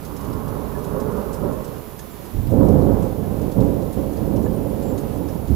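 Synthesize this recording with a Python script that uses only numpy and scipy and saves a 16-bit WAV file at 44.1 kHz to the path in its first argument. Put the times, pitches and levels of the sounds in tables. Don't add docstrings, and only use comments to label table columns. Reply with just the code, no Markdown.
import sys
import numpy as np
from scipy import signal
from scipy.fft import rfft, irfft
from scipy.io import wavfile
from scipy.ndimage import uniform_filter1d

SR = 44100
rng = np.random.default_rng(int(sys.argv[2]) if len(sys.argv) > 2 else 0)


def inscribe(sig):
    pcm = np.round(np.clip(np.atleast_2d(sig).T, -1, 1) * 32767)
    wavfile.write(sys.argv[1], SR, pcm.astype(np.int16))


N = 244755
TIME = np.arange(N) / SR
FREQS = np.fft.rfftfreq(N, 1 / SR)


def gain_of(db):
    return 10 ** (np.asarray(db) / 20)


def evened(x):
    return x / np.sqrt(np.mean(x ** 2) + 1e-20)


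def read(points, hz=FREQS):
    f, value = np.transpose(points)
    return np.interp(np.log(hz + 1), np.log(f + 1), value)


def add(mix, s, sound):
    part = mix[:, max(round(s * SR), 0):][:, :sound.shape[1]]
    part += sound[:, :part.shape[1]]


def white():
    return rfft(rng.standard_normal(N))


def wander(size):
    once = uniform_filter1d(rng.standard_normal(N), size, mode="wrap")
    return evened(uniform_filter1d(once, size, mode="wrap"))


def scatter(per_s, spread_db):
    hit = rng.random(N) < per_s / SR
    sign = rng.choice([-1, 1], N)
    size_db = spread_db * np.minimum(rng.exponential(1, N), 4)
    return evened(hit * sign * gain_of(size_db))


def below(edge_hz):
    return 1 / (1 + (FREQS / edge_hz) ** 12)


def pair(near, other, same, balance, phase=0):
    likeness = np.clip(read(same), -1, 1)
    left = likeness * near * np.exp(1j * phase) + np.sqrt(1 - likeness ** 2) * other
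    return np.array([left * gain_of(read(balance)), near])


def reflected(sound, wet, t60=0.079):
    t = TIME[:4000]
    tail = rng.standard_normal((2, len(t))) * gain_of(-60 * t / t60)
    tail *= wet / np.linalg.norm(tail[0])
    tail[:, 0] = 1
    return signal.fftconvolve(sound[None], tail, axes=1)


# frequency in Hz, relative level per Hz in dB.
WASH_COLOUR = [(30, 13), (300, 20), (900, 6.5), (1500, -0.5), (2100, -4), (3200, -6.5), (5000, -8.5),
               (7000, -9), (9000, -14.5), (12000, -21), (15500, -26)]
# frequency in Hz, left minus right in dB.
RAIN_BALANCE = [(300, -27), (1200, -3), (2200, -1.5), (3200, -1.5), (6000, -6.5), (9000, -5), (15000, -10)]
# frequency in Hz, likeness from 0 to 1.
RAIN_LIKENESS = [(300, 0.64), (1500, 0.23), (4000, 0.26), (9000, 0.24)]
RAIN_DB = -57.5


def rain(wash_db=0, patter_db=-8, patter_hz=5800, tail_db=-21, tail_t60=0.063, swell_db=0.54):
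    wash = pair(white(), white(), RAIN_LIKENESS, RAIN_BALANCE) * gain_of(read(WASH_COLOUR))
    wash /= irfft(wash.mean(0) * (below(6500) - below(2500)), N).std()
    t = TIME[:2000]
    drops = np.zeros((2, len(FREQS)), complex)
    for centre_hz in patter_hz * np.geomspace(.5, 1.5, num=6):
        spray = gain_of(tail_db - 60 * t / tail_t60) * rng.standard_normal((2, len(t)))
        spray[:, 0] = 1
        clicks = [rfft(scatter(per_s=30, spread_db=3.5)) for _ in range(2)]
        hits = pair(*clicks, RAIN_LIKENESS, RAIN_BALANCE)
        answer = np.exp(-(np.log((FREQS + 1) / centre_hz) / .27) ** 2)
        drops += hits * rfft(spray, N) * answer
    level = gain_of(RAIN_DB + swell_db * wander(size=3500))
    patter = evened(irfft(drops, N))
    return level * (gain_of(wash_db) * irfft(wash, N) + gain_of(patter_db) * patter)


# start in seconds, length in seconds, pitch at the start in Hz,
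# in the middle in Hz, at the end in Hz, level in dB.
SQUEAK_CALLS = [(2.095, .04, 7450, 7350, 7300, -54), (4.427, .055, 6900, 7100, 7300, -54),
                (4.540, .048, 8600, 9050, 8600, -54), (4.660, .068, 9050, 9380, 8600, -55),
                (4.817, 0.13, 7370, 7340, 7200, -51.5), (4.99, 0.041, 8550, 8600, 8850, -56),
                (5.043, .022, 9700, 9950, 10250, -53.5), (5.083, 0.055, 10150, 9900, 9100, -53),
                (5.124, .042, 8450, 8000, 7300, -57)]


def squeaks(left_db=-10, waver=0.0086, flutter_db=3, wet=0.54):
    out = np.zeros((2, N))
    for s, length, start_hz, middle_hz, end_hz, db in SQUEAK_CALLS:
        u = np.linspace(0, 1, int(length * SR))
        arch = np.polyfit([0, .5, 1], [start_hz, middle_hz, end_hz], 2)
        hz = np.polyval(arch, u)
        hz *= 1 + waver * wander(size=100)[:len(u)]
        flutter = gain_of(flutter_db * wander(size=200)[:len(u)])
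        strength = signal.windows.tukey(len(u), .5) * flutter
        whistle = np.sin(2 * np.pi * np.cumsum(hz) / SR) * strength
        add(out, s, gain_of(db) * gain_of([[left_db], [0]]) * reflected(whistle, wet))
    return out


# start in seconds, pitch in Hz, level in dB.
PLOP_DROPS = [(0.751, 1700, -38.5), (1.993, 1730, -41), (3.232, 1700, -45), (4.461, 1720, -39),
              (5.288, 1670, -44)]


def plops(left_db=-8, glide=0.32, wet=1.0):
    out, t = np.zeros((2, N)), TIME[:5000]
    t60 = .08
    for s, hz, db in PLOP_DROPS:
        onset = 1 - np.exp(-t / 0.00046)
        ring = np.sin(2 * np.pi * hz * (t + glide * t ** 2))
        bubble = ring * onset * gain_of(db - 60 * t / t60)
        add(out, s, gain_of([[left_db], [0]]) * reflected(bubble, wet))
    return out


SMALL_DB, SMALL_SPREAD_DB = -49.5, 2.5
SMALL_HZ, SMALL_SPREAD_OCTAVES, SMALL_WIDTH = 5800, 0.49, .58


def small_splashes(count=24):
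    when, strength, colour = rng.uniform(-1, 1, (count, 3)).T
    s = (np.arange(count) + (when + 1) / 2) * N / SR / count
    db = SMALL_DB + SMALL_SPREAD_DB * strength
    centre_hz = SMALL_HZ * 2 ** (SMALL_SPREAD_OCTAVES * colour)
    return list(zip(s, db, centre_hz, np.full(count, SMALL_WIDTH)))


# start in seconds, level in dB, centre of the spray in Hz,
# its width in natural log of frequency.
BIG_SPLASHES = [(0.047, -42, 7160, 0.42), (0.163, -43, 5440, 0.25), (0.207, -46, 6930, .5),
                (0.326, -46, 4750, 0.42), (0.841, -45.5, 7310, .56), (0.997, -43, 5500, .5),
                (1.326, -42, 6600, .6), (1.338, -43, 6800, .7), (1.641, -43.5, 6410, .46),
                (1.9895, -40, 6800, 0.28), (2.467, -46, 3710, .9), (2.682, -45, 5500, .5),
                (3.021, -45.5, 7080, .5), (3.514, -44.5, 5400, .5), (3.602, -46, 4190, 0.96),
                (3.925, -42, 8600, 0.61), (4.359, -46, 4550, 0.74), (4.976, -40, 6400, 0.74),
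                (5.284, -45.5, 5740, 0.62)]


def splashes(left_db=-7, tail_db=-14, tail_s=0.021, grain_db=1.0, ring_db=3.0, sheen_db=-8, top_hz=14500):
    out, t = np.zeros((2, N)), TIME[:4096]
    hz = np.fft.rfftfreq(len(t), 1 / SR)
    peak_s = .006
    burst = t / peak_s * np.exp(1 - t / peak_s)
    fallback = gain_of(tail_db) * t / tail_s * np.exp(1 - t / tail_s)
    shape = np.sqrt(burst ** 2 + fallback ** 2)
    for s, db, centre_hz, width in BIG_SPLASHES + small_splashes():
        fizz = rng.standard_normal((2, len(t)))
        fizz[0] += .5 * fizz[1]
        spot = gain_of(ring_db * evened(uniform_filter1d(rng.standard_normal(len(hz)), size=45)))
        hump = 1 / (1 + (np.log((hz + 1) / centre_hz) / width) ** 2)
        colour = spot * (hump + gain_of(sheen_db)) / (1 + (hz / top_hz) ** 10)
        grain = evened(uniform_filter1d(rng.standard_normal(len(t)), size=70))
        spray = irfft(rfft(fizz) * colour) * gain_of(grain_db * grain) * shape
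        spray *= np.linalg.norm(shape) / np.linalg.norm(spray[1])
        add(out, s, gain_of(db) * gain_of([[left_db], [0]]) * spray)
    return out


# frequency in Hz, left minus right in dB.
PEAL_BALANCE = [(60, -17), (110, -28), (200, -18.5), (380, -15.5), (700, -9.5), (1290, -14), (2400, -15)]
# frequency in Hz, likeness from 0 to 1.
PEAL_LIKENESS = [(25, .3), (70, 0.33), (115, 0.83), (450, 0.47), (600, 0.15), (950, 0.42), (1400, 0.46)]
# frequency in Hz, lead of the left in radians.
PEAL_PHASE = [(40, -0.29), (150, -0.11), (480, -0.92), (600, 1), (950, -1.4), (1500, 0.18)]


def thunder_pair(near, other):
    return pair(near, other, PEAL_LIKENESS, PEAL_BALANCE, read(PEAL_PHASE))


# arrival in seconds, level in dB,
# hold in seconds, depth in dB (more boom and less edge).
CHANNEL_SURGES = [(.25, -35.5, 0.073, 3), (0.496, -36.5, 0.017, -4.5), (.73, -38, 0.17, -9),
                  (0.902, -32, 0.25, -7), (1.389, -29.5, .04, -3.5), (2.326, -35.5, 0.13, 14.5),
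                  (2.499, -20, 0.06, 1.5), (2.575, -18, 0.12, 0.5), (2.703, -22.5, 0.11, 3),
                  (2.884, -30, .02, 10), (3.124, -31.5, 0.16, 0.5), (3.39, -29, .01, 1),
                  (3.548, -20, 0.042, 2.5), (3.654, -29, 0.017, 7), (3.939, -30, 0.11, -.5),
                  (4.197, -29, .06, 2), (4.288, -25.5, .2, 1), (4.565, -31.5, 0.14, -0.5),
                  (4.787, -30.5, 0.11, -2.5), (5.124, -32, 0.052, 0.5), (5.469, -26, .1, 11.5)]
# level in dB,
# fall in dB per second, dB gained per dB of depth.
SURGE_REGISTERS = [(-4, 176, 1), (0.5, 82, 0), (-5, 35.5, -0.81), (-16.5, 46, -.94)]
SURGE_RISE_S = 0.035


def surge_power():
    level_db, fall_db_per_s, depth_share = np.transpose(SURGE_REGISTERS)[:, :, None]
    power, t = np.zeros((len(SURGE_REGISTERS), N)), TIME[:SR]
    rise = np.minimum(t / SURGE_RISE_S, 1)
    for s, db, hold_s, depth_db in CHANNEL_SURGES:
        fall_db = fall_db_per_s * np.maximum(t - SURGE_RISE_S - hold_s, 0)
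        strength = rise * gain_of(db + level_db + depth_share * depth_db - fall_db)
        add(power, s, strength ** 2)
    return power


# frequency in Hz, width in Hz, lift in dB.
YARD_RESONANCES = [(162, 16, 2), (222, 13, 2), (258, 17, -0.5), (287.5, 25, 6.5), (303, 12, -1),
                   (330, 18, 0), (421.2, 7.9, 5.5), (538.6, 57, 3.5), (963, 20, 6), (1070, 13, 8)]


def peal(rumble, surges, colour, per_s, boom_db, body_db, roar_db, edge_db, spread_db=1.0, lumps_db=0.9):
    colour_db = read(colour)
    for hz, width, lift_db in YARD_RESONANCES:
        colour_db = colour_db + lift_db / (1 + (2 * (FREQS - hz) / width) ** 2)
    clicks = [rfft(scatter(per_s, spread_db)) for _ in range(2)]
    shocks = thunder_pair(*clicks) * gain_of(colour_db)
    rumble_db = np.interp(TIME, *np.transpose(rumble))
    low, middle, high = below(edge_hz=126), below(edge_hz=356), below(edge_hz=641)
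    registers = [(low, boom_db), (middle - low, body_db), (high - middle, roar_db), (1 - high, edge_db)]
    out = np.zeros((2, N))
    for (band, level_db), surge in zip(registers, surges):
        sound = irfft(shocks * band, N)
        strength = np.sqrt(uniform_filter1d(sound.mean(0) ** 2, size=5500) + 1e-20)
        out += sound / strength * np.sqrt(gain_of(rumble_db + level_db) ** 2 + surge)
    return out * gain_of(lumps_db * wander(size=1800))


# time in seconds, level in dB.
FAR_BED = [(0, -42), (.1, -38.5), (.23, -33.5), (1.54, -35.5), (1.98, -44.5), (2.33, -45)]
# time in seconds, level in dB.
NEAR_BED = [(2.33, -42), (2.59, -29), (2.94, -23.5), (3.14, -31), (4.6, -33), (5.55, -33)]
# frequency in Hz, relative level per Hz in dB.
FAR_TONE = [(15, -52), (30, -8), (44, 0.5), (90, -1), (150, 2), (240, 1), (330, -8), (420, -0.5),
            (500, -8.5), (610, -7.5), (670, -14.5), (800, -12.5), (1100, -13.5), (1400, -20.5),
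            (1900, -35.5), (2800, -54), (5000, -85)]
# frequency in Hz, relative level per Hz in dB.
NEAR_TONE = [(15, -50), (30, -3.5), (48, 0), (110, 4), (150, -2), (200, 1.5), (285, -5), (330, -5.5),
             (540, -8.5), (620, -16), (850, -22.5), (1300, -36), (1800, -48.5), (3500, -86)]
HANDOVER_S = 2.338


def roll():
    surges = surge_power()
    far = peal(FAR_BED, surges, FAR_TONE, per_s=3000,
               boom_db=0.0, body_db=-0.7, roar_db=-6.0, edge_db=-7.0)
    near = peal(NEAR_BED, surges, NEAR_TONE, per_s=1600,
                boom_db=-1.0, body_db=-0.15, roar_db=-10.5, edge_db=-12.0)
    turn = np.pi / 2 * np.clip((TIME - HANDOVER_S) / 0.02 + .5, 0, 1)
    return np.cos(turn) * far + np.sin(turn) * near


# start in seconds, level in dB before the passband,
# length in seconds, decay of the echoes by 60 dB in seconds.
CLAP_FRONTS = [(2.347, -14, 0.022, 0.46), (2.523, -4.5, 0.012, 0.25), (2.707, -8, 0.0046, 0.18),
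               (2.776, -4, 0.0059, 0.17), (3.373, -15, 0.015, 0.17), (3.56, -9, 0.0061, 0.27),
               (5.506, -7, 0.011, 0.33)]


def claps(echo_db=-9):
    fronts, t = np.zeros((2, N)), TIME[:SR // 2]
    for s, db, length, t60 in CLAP_FRONTS:
        wave = np.linspace(1, -1, int(length * SR))
        arrivals = rng.random((2, len(t))) < 220 / SR
        echoes = arrivals * rng.standard_normal((2, len(t))) * gain_of(echo_db - 60 * t / t60)
        echoes[:, 0] = 1
        add(fronts, s, gain_of(db) * signal.fftconvolve(echoes, wave[None], axes=1))
    passband = signal.butter(3, [34, 450], "bandpass", fs=SR, output="sos")
    return irfft(thunder_pair(*rfft(signal.sosfilt(passband, fronts))), N)


def scene():
    return rain() + squeaks() + plops() + splashes() + roll() + claps()


# frequency in Hz, relative level per Hz in dB.
LEFT_HIGH_NOISE = [(6000, -56), (9000, -9), (10000, -3), (10800, 1), (11200, -12), (12800, -13),
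                   (15000, -24), (15600, -40)]
# frequency in Hz, relative level per Hz in dB.
RIGHT_HIGH_NOISE = [(6000, -28), (9300, -16), (10200, -5.5), (10750, -3.5), (11200, 4), (12000, 1),
                    (14500, 1), (15200, 0.5), (15800, -19)]
EDGE_HZ = 15850


def record(dry, left_noise_db=-57, right_noise_db=-44):
    noise = []
    for colour, db in [(LEFT_HIGH_NOISE, left_noise_db), (RIGHT_HIGH_NOISE, right_noise_db)]:
        noise.append(gain_of(db) * evened(irfft(white() * gain_of(read(colour)), N)))
    rounded = dry / (1 + dry ** 4) ** (1 / 4)
    band_limit = signal.firwin(511, EDGE_HZ, window=("kaiser", 9), fs=SR)
    return signal.oaconvolve(rounded + noise, band_limit[None], "same")


dry = scene()
out = record(dry)
inscribe(out)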